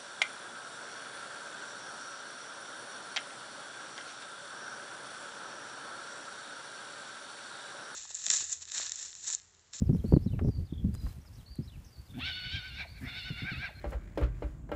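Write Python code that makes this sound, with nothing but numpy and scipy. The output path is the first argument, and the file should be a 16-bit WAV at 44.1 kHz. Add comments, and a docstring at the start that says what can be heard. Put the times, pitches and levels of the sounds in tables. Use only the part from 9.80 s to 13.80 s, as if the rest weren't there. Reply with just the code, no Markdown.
"""A horse whinnies twice in a pasture: a high wavering whistle, roughened by a second, lower voice,
shaped by the throat and echoed by far trees. Each call starts with a grunt and ends in a falling groan.
Wind rumbles and its eddies thump on the microphone. Overhead a lark sings one warbled phrase three
times, with a trill and a held note. Grass rustles, dry stalks snap, the camera takes soft bumps."""
import sys
import numpy as np
from scipy import signal
from scipy.fft import rfft, irfft, next_fast_len
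from scipy.io import wavfile
from scipy.ndimage import uniform_filter1d, map_coordinates

SR = 44100
rng = np.random.default_rng(int(sys.argv[2]) if len(sys.argv) > 2 else 0)


def transcribe(signal):
    """Save signal, clipped to [-1, 1], as a 16-bit WAV file at the path in sys.argv[1]."""
    frames = np.atleast_2d(signal).T
    limited = np.clip(frames, -1, 1)
    pcm = np.round(limited * 32767).astype(np.int16)
    wavfile.write(sys.argv[1], SR, pcm)


N = 176400

# per whinny, crest by crest (time [s], whistle pitch [Hz], body level [dB], treble level [dB])
WHINNY_CONTOURS = [
    [(2.33, 800, -62, -77), (2.385, 986, -62, -58.5), (2.41, 1200, -49, -44), (2.448, 1440, -47, -38.5),
     (2.49, 1525, -40, -39.5), (2.538, 1458, -54.5, -41.5), (2.572, 1497, -46.5, -41.5),
     (2.615, 1458, -50.5, -44.5), (2.66, 1488, -45.5, -43), (2.705, 1485, -51, -42.5),
     (2.765, 1609, -43.5, -40), (2.82, 1440, -53.5, -50), (2.862, 1534, -46, -50.5),
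     (2.92, 1396, -60.5, -51.5), (2.99, 1585, -46, -47.5), (3.025, 1522, -44, -47.5),
     (3.065, 964, -69, -73)],
    [(3.21, 987, -57, -75), (3.255, 1224, -48, -60.5), (3.292, 1461, -46, -47.5), (3.322, 1387, -52, -48.5),
     (3.382, 1518, -46, -43.5), (3.425, 1395, -58.5, -45), (3.478, 1515, -46, -46),
     (3.535, 1370, -59, -49.5), (3.59, 1474, -44.5, -48.5), (3.628, 1413, -49.5, -47),
     (3.688, 1590, -36, -54), (3.72, 1430, -45.5, -46.5), (3.75, 1260, -48.5, -47.5),
     (3.788, 1420, -51.5, -49), (3.838, 1639, -37.5, -51), (3.875, 1344, -47, -50), (3.915, 827, -64, -70)],
]
# hoarseness at the usual pitch (time [s], share [0-1])
HOARSENESS = [(2.37, .9), (2.435, .4), (2.48, .66), (2.54, .41), (2.7, .42), (2.78, .55), (2.88, .38),
              (3.0, .66), (3.26, .75), (3.39, .58), (3.54, .47), (3.62, .74), (3.69, .45), (3.86, .55)]
# whistle harmonics 1-4 (relative level [dB])
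HARMONICS_DB = [0, -2.5, -7, -19]
# low voice, then its sum tones with harmonics 1-3 (relative level [dB])
SIDEBANDS_DB = [3.5, 3, -0.5, -6]
# throat resonances (frequency [Hz], gain [dB])
THROAT_EQ = [(300, -23.5), (720, -13.5), (1050, -13.5), (1550, 3), (1880, -1), (2280, 5), (2520, 1.5),
             (2760, 3.5), (3120, -11.5), (3550, 4.5), (3950, -3), (4400, 3), (4750, -11.5), (5100, -6),
             (6200, -14), (8000, -20), (14000, -50)]
# piercing resonance of the wide-open mouth (time [s], gain [dB])
MOUTH_GAIN = [(2.4, -3), (2.48, 1), (2.78, -1), (2.95, -33)]
# voice starting up (time [s], length [s], pulse rate [Hz], level [dB])
GRUNT_EVENTS = [(2.339, 0.0636, 128, -41.5), (3.204, 0.055, 132.4, -43)]
# chest resonance (frequency [Hz], gain [dB])
CHEST_EQ = [(60, -25), (130, 2), (260, 5.5), (450, -23), (1500, -42)]
# voice gathering or collapsing (time [s], length [s], start [Hz], middle [Hz], end [Hz], level [dB])
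GROAN_NOTES = [(2.365, 0.058, 650, 853, 1210, -51.5), (3.03, 0.041, 1000, 753, 604, -55),
               (3.885, 0.0337, 966, 752, 610, -52)]
# wind rumble (time [s], relative level [dB])
WIND_LEVEL = [(0, -35), (.68, -37), (.8, -41.5), (1.15, -36), (1.45, -49), (1.7, -48), (2.1, -56),
              (2.5, -49), (3.35, -50), (3.75, -49), (4, -49)]
# eddies on the microphone (time [s], relative level [dB], slap offset [dB], decay [s])
EDDY_HITS = [(0.02, -8.5, -40, 0.0088), (0.093, -9.5, -22.5, 0.023), (0.129, -14.5, -40, 0.02),
             (0.148, -17, -22, 0.022), (0.242, -19.5, -16.5, 0.028), (0.323, -9.5, -6, 0.015),
             (0.337, -4, -20, 0.013), (0.364, -8, -13.5, 0.015), (0.461, -12, -46, 0.016),
             (0.534, -18, -18, 0.019), (0.613, -19.5, -19, 0.041), (0.646, -22, -15.5, 0.036),
             (0.672, -16, -30, 0.021), (0.685, -14, -15.5, 0.016), (0.924, -20.5, -48, 0.0099),
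             (1.043, -15, -29.5, 0.032), (1.084, -20.5, -35, 0.018), (1.788, -21.5, -30, 0.028),
             (3.504, -23.5, -43, 0.024), (3.621, -27, -39, 0.039), (3.718, -26, -37, 0.02)]
# wind spectra (frequency [Hz], gain [dB])
RUMBLE_EQ = [(20, -35), (40, -2), (68, 6.5), (120, -1), (220, -13.5), (400, -27.5), (1500, -62)]
THUD_EQ = [(25, -30), (70, 2), (150, 3), (280, -8), (420, -26.5), (1500, -86)]
SLAP_EQ = [(100, 0), (260, 2.5), (400, 7.5), (600, -10.5), (850, -23), (1500, -49), (4000, -91)]
# lark phrase, two-voiced trill (offset [s], length [s], start [Hz], middle [Hz], end [Hz], level [dB])
PHRASE_NOTES = [(0, .02, 5400, 5600, 5900, -68), (0.048, 0.038, 5600, 5100, 4000, -66),
                (0.12, 0.055, 5000, 5450, 5400, -66), (0.172, 0.05, 4550, 3550, 2650, -65),
                (0.247, .105, 4200, 4550, 4650, -59), (.335, .042, 4750, 4400, 4050, -59.5),
                (.408, 0.06, 4600, 5200, 5300, -64), (0.466, 0.042, 4650, 3750, 3500, -61),
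                (0.508, 0.066, 3300, 2700, 2100, -65), (0.63, 0.075, 5600, 5450, 4900, -66),
                (0.692, .125, 4850, 4570, 4550, -63.5), (0.848, .032, 4850, 4800, 3600, -65),
                (0.883, 0.038, 3650, 3590, 3370, -63.5), (0.928, 0.041, 3550, 3510, 3100, -62.5),
                (0.973, 0.047, 3540, 3340, 3310, -61.5)]
TRILL_NOTES = [(0, .04, 4600, 4980, 4700, -63), (.024, .034, 4500, 3970, 4450, -63.5)]
# phrase onsets (time [s])
PHRASE_STARTS_S = [0, 1.405, 2.81]
# lark's held note (time [s], length [s], start [Hz], middle [Hz], end [Hz], level [dB])
HELD_NOTE = [(3.94, .08, 4200, 4200, 4170, -58)]
# stalk snaps, camera bumps (time [s], relative level [dB])
SNAP_HITS = [(1.1418, -43), (1.15, -40.5), (1.7556, -47)]
BUMP_HITS = [(0.590, -32.5), (1.264, -44), (1.449, -53)]
# snap, bump, grass and still-air spectra (frequency [Hz], gain [dB])
SNAP_EQ = [(300, -2), (1200, 2), (2800, -10), (5000, -10), (8000, -1), (11000, -3), (15000, -25)]
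BUMP_EQ = [(150, -5), (1200, 0), (2300, -12), (4000, -30), (12000, -60)]
GRASS_EQ = [(200, 1), (700, 7), (4000, -1.5), (8500, -1.5), (15000, -4)]
AIR_EQ = [(150, 12.5), (400, 7), (3000, -4), (15000, -16)]
# grass hiss (time [s], relative level [dB])
RUSTLE_LEVEL = [(0, -78), (.26, -67), (.4, -75), (1.06, -79), (1.16, -69), (1.31, -64), (1.42, -75),
                (1.56, -69), (1.68, -74), (2.55, -70), (3.15, -73), (3.22, -64), (3.32, -70), (4, -74)]

USUAL_WHISTLE_HZ, LOW_VOICE_HZ, LOW_TRACKING = 1466, 721.4, 0.3502
WHISTLE_JITTER, LOW_JITTER, GROAN_JITTER, LARK_JITTER = .016, .0812, .14, .011  # shares of pitch
QUAVER_HZ, RASP_HZ, SMEAR_RAD, HOARSE_PER_OCTAVE = 130, 420, .4, .14
MOUTH_HZ, MOUTH_WIDTH_HZ, SPLIT_HZ = 3260, 350, 2495
EDDY_RISE_S, THUD_DB, SLAP_DB = .0025, -9, 1
WARBLE_HZ, BUZZ_ABOVE_HZ, TRILL_START_S, TRILL_STEP_S = 52, 4500, 1.127, .0435
ECHO_DB, HORSE_REVERB_DB, LARK_REVERB_DB = -18.5, -12.5, -8
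AIR_DB, CUTOFF_HZ = -66.5, 15400


def horse():
    """Two whinnies, each swelling out of a grunt and collapsing into a groan."""
    out = sweeps(GROAN_NOTES, jitter=GROAN_JITTER)
    for contour in WHINNY_CONTOURS:
        add(out, contour[0][0], whinny(contour))
    for start_s, length_s, pulse_hz, db in GRUNT_EVENTS:
        add(out, start_s, amp(db) * grunt(length_s, pulse_hz))
    return out


def whinny(contour):
    """Voice through throat and mouth; body and treble follow separate level curves."""
    t = np.arange(contour[0][0], contour[-1][0], 1 / SR)
    pitch_hz, body_db, treble_db = glide(contour, t)
    strain_octaves = np.maximum(np.log2(pitch_hz / USUAL_WHISTLE_HZ), 0)
    hoarse = np.clip(curve(HOARSENESS, t) + HOARSE_PER_OCTAVE * strain_octaves, 0, 1)
    source = larynx(pitch_hz, hoarse)
    mouth = filtered(source, lambda hz: np.exp(-((hz - MOUTH_HZ) / MOUTH_WIDTH_HZ) ** 2))
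    voice = colour(source, THROAT_EQ) + amp(curve(MOUTH_GAIN, t)) * mouth
    body = filtered(voice, lambda hz: 1 / (1 + (hz / SPLIT_HZ) ** 20))
    call = amp(body_db) * steady(body) + amp(treble_db) * steady(voice - body)
    return call * signal.windows.tukey(len(t), .03)


def larynx(pitch_hz, hoarse):
    """A whistle modulated by an unsteady low voice; hoarseness fades in sidebands and rasp."""
    n = len(pitch_hz)
    whistle_rad = cycle(pitch_hz * (1 + WHISTLE_JITTER * hoarse * wobble(QUAVER_HZ, n)))
    low_hz = LOW_VOICE_HZ * (pitch_hz / USUAL_WHISTLE_HZ) ** LOW_TRACKING
    low_rad = cycle(low_hz * (1 + LOW_JITTER * wobble(RASP_HZ, n)))
    harmonics = list(enumerate(HARMONICS_DB, 1))
    sidebands = [(k * whistle_rad + low_rad, db) for k, db in enumerate(SIDEBANDS_DB)]

    def flutter(db):
        return amp(db + 3 * wobble(QUAVER_HZ, n))

    def noise_skirt(phase):
        spread = wobble(2 * RASP_HZ, n) + 1j * wobble(2 * RASP_HZ, n)
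        return np.real(spread * np.exp(1j * phase))

    whistle = sum(flutter(db) * np.sin(k * (whistle_rad + SMEAR_RAD * hoarse * wobble(RASP_HZ, n)))
                  for k, db in harmonics)
    growl = sum(flutter(db) * np.sin(phase + wobble(QUAVER_HZ, n)) for phase, db in sidebands)
    rasp = sum(amp(db) * noise_skirt(k * whistle_rad) for k, db in harmonics)
    rasp += sum(amp(db) * noise_skirt(phase) for phase, db in sidebands)
    hiss = amp(-4.5) * rng.standard_normal(n)
    rough = amp(-2.5) * unit(growl) + amp(-3) * (unit(rasp) + hiss)
    return (1 - hoarse) * unit(whistle) + hoarse * rough


def grunt(length_s, pulse_hz):
    """Uneven, swelling pulses through the chest resonance."""
    n = int(length_s * SR)
    phase = cycle(pulse_hz * (1 + GROAN_JITTER * wobble(149, n)))
    pulses = np.diff(phase // (2 * np.pi), prepend=0)
    swell = np.linspace(.2, 1, n) * signal.windows.tukey(n, .4)
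    return unit(colour(pulses, CHEST_EQ) * swell)


def sweeps(notes, jitter, warble=0):
    """Flickering tones arching through three pitches; warble flicks them down, high ones buzz."""
    out = np.zeros(N)
    for start_s, length_s, first_hz, middle_hz, last_hz, db in notes:
        n = int(length_s * SR)
        progress = np.linspace(0, 1, n)
        arch_hz = (middle_hz - (first_hz + last_hz) / 2) * np.sin(np.pi * progress)
        hz = first_hz + (last_hz - first_hz) * progress + arch_hz
        flick = np.sin(cycle(np.full(n, WARBLE_HZ)) / 2) ** 20
        buzz = jitter * max(middle_hz / BUZZ_ABOVE_HZ, 1) ** 9
        hz *= 1 - warble * (flick - flick.mean()) + buzz * wobble(445, n)
        envelope = amp(db + 3.5 * wobble(140, n)) * signal.windows.tukey(n, .5)
        add(out, start_s, envelope * np.sin(cycle(hz)))
    return out


def wind():
    """Lumpy rumble, plus single eddies that thud and slap on the microphone."""
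    level_db = curve(WIND_LEVEL, np.arange(N) / SR) - .5
    lumps_db = 4.5 * wobble(25.154, N)
    out = amp(level_db + lumps_db) * steady(noise(RUMBLE_EQ, N), window_samples=3000)
    thud = steady(noise(THUD_EQ, N), window_samples=600)
    slap = steady(noise(SLAP_EQ, N))
    t = np.arange(SR // 8) / SR
    rise = np.minimum(t / EDDY_RISE_S, 1) ** 2
    for time_s, db, slap_offset_db, decay_s in EDDY_HITS:
        envelope = np.zeros(N)
        add(envelope, time_s - EDDY_RISE_S / 2, rise * np.exp(-(t / decay_s) ** 2))
        out += amp(db + THUD_DB) * envelope * thud
        out += amp(db + SLAP_DB + slap_offset_db) * envelope ** 2 * slap
    return out * signal.windows.tukey(N, .004)


def lark():
    """One warbled phrase repeated, a two-voiced trill and a held note."""
    phrases = [(start_s + s, *note) for start_s in PHRASE_STARTS_S for s, *note in PHRASE_NOTES]
    trill = [(TRILL_START_S + k * TRILL_STEP_S + s, *note) for k in range(4) for s, *note in TRILL_NOTES]
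    return sweeps(phrases, LARK_JITTER, warble=.08) + sweeps(trill + HELD_NOTE, LARK_JITTER / 2)


def contacts(hits, eq, t60_s, gain_db):
    """Brief contacts that do not ring: decaying noise bursts."""
    out = np.zeros(N)
    t = np.arange(SR // 10) / SR
    rise = np.minimum(10 * t / t60_s, 1)
    for time_s, db in hits:
        add(out, time_s, amp(db + gain_db - 60 * t / t60_s) * rise * noise(eq, len(t)))
    return out


def grass():
    """Rustle: a grainy hiss that comes and goes."""
    level_db = curve(RUSTLE_LEVEL, np.arange(N) / SR) + 4
    grain_db = wobble(30.16, N) + 2.2 * wobble(440, N)
    return amp(level_db + grain_db) * noise(GRASS_EQ, N)


def still_air():
    """Faint, steady, dark noise."""
    return amp(AIR_DB) * noise(AIR_EQ, N)


def reflection(x, delay_s, t60_s):
    """Diffuse reflection: arrives late, dies away."""
    t = np.arange(SR // 2) / SR
    tail = rng.standard_normal(len(t)) * amp(-60 * t / t60_s)
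    out = np.zeros(N)
    add(out, delay_s, signal.fftconvolve(x, tail / np.linalg.norm(tail)))
    return out


def amp(db):
    """Decibels to gain."""
    return 10 ** (np.asarray(db) / 20)


def unit(x):
    """Scale to rms 1."""
    return x / np.sqrt(np.mean(x ** 2) + 1e-20)


def steady(x, window_samples=400):
    """Hold the running rms at 1."""
    return x / np.sqrt(np.abs(uniform_filter1d(x * x, window_samples)) + 1e-12)


def curve(rows, t):
    """Linear interpolation of (time, value) rows."""
    return np.interp(t, *np.transpose(rows))


def glide(rows, t):
    """Spline through each column after the time."""
    times_s, *columns = np.transpose(rows)
    position = np.interp(t, times_s, np.arange(len(times_s)))
    return [map_coordinates(column, [position], mode="nearest") for column in columns]


def wobble(rate_hz, n):
    """Smooth random curve, rate_hz knots a second."""
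    knots = rng.standard_normal(int(n * rate_hz / SR) + 4)
    return map_coordinates(knots, [np.arange(n) * rate_hz / SR])


def filtered(x, response):
    """Apply a gain given as a function of frequency."""
    size = next_fast_len(len(x) + 4096)
    return irfft(rfft(x, size) * response(np.fft.rfftfreq(size, 1 / SR)), size)[:len(x)]


def colour(x, eq):
    """Filter by (frequency [Hz], gain [dB]) points."""
    points_hz, db = np.transpose(eq)
    return filtered(x, lambda hz: amp(np.interp(np.log(hz + 1), np.log(points_hz), db)))


def noise(eq, n):
    """Coloured noise, rms 1."""
    return unit(colour(rng.standard_normal(n), eq))


def cycle(hz):
    """Running phase [rad] of a pitch curve."""
    return 2 * np.pi * np.cumsum(hz) / SR


def add(track, start_s, x):
    """Mix x into the track."""
    i = min(max(round(start_s * SR), 0), len(track))
    track[i:i + len(x)] += x[:len(track) - i]


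def scene():
    """Horse and lark in the open field; wind and small noises close by."""
    call, song = horse(), lark()
    tree_echo = amp(ECHO_DB) * reflection(call, delay_s=.17, t60_s=.0063)
    send = amp(HORSE_REVERB_DB) * call + amp(LARK_REVERB_DB) * song
    field = reflection(send, delay_s=.0056, t60_s=.4)
    ambience = wind() + grass() + still_air()
    stalk_snaps = contacts(SNAP_HITS, SNAP_EQ, t60_s=.008, gain_db=3)
    camera_bumps = contacts(BUMP_HITS, BUMP_EQ, t60_s=.035, gain_db=1)
    return (call + song + tree_echo + field + ambience + stalk_snaps + camera_bumps)[None]


def record(dry):
    """Camera band limit: brick-wall low-pass."""
    return filtered(dry[0], lambda hz: hz < CUTOFF_HZ)[None]


dry = scene()
out = record(dry)
transcribe(out)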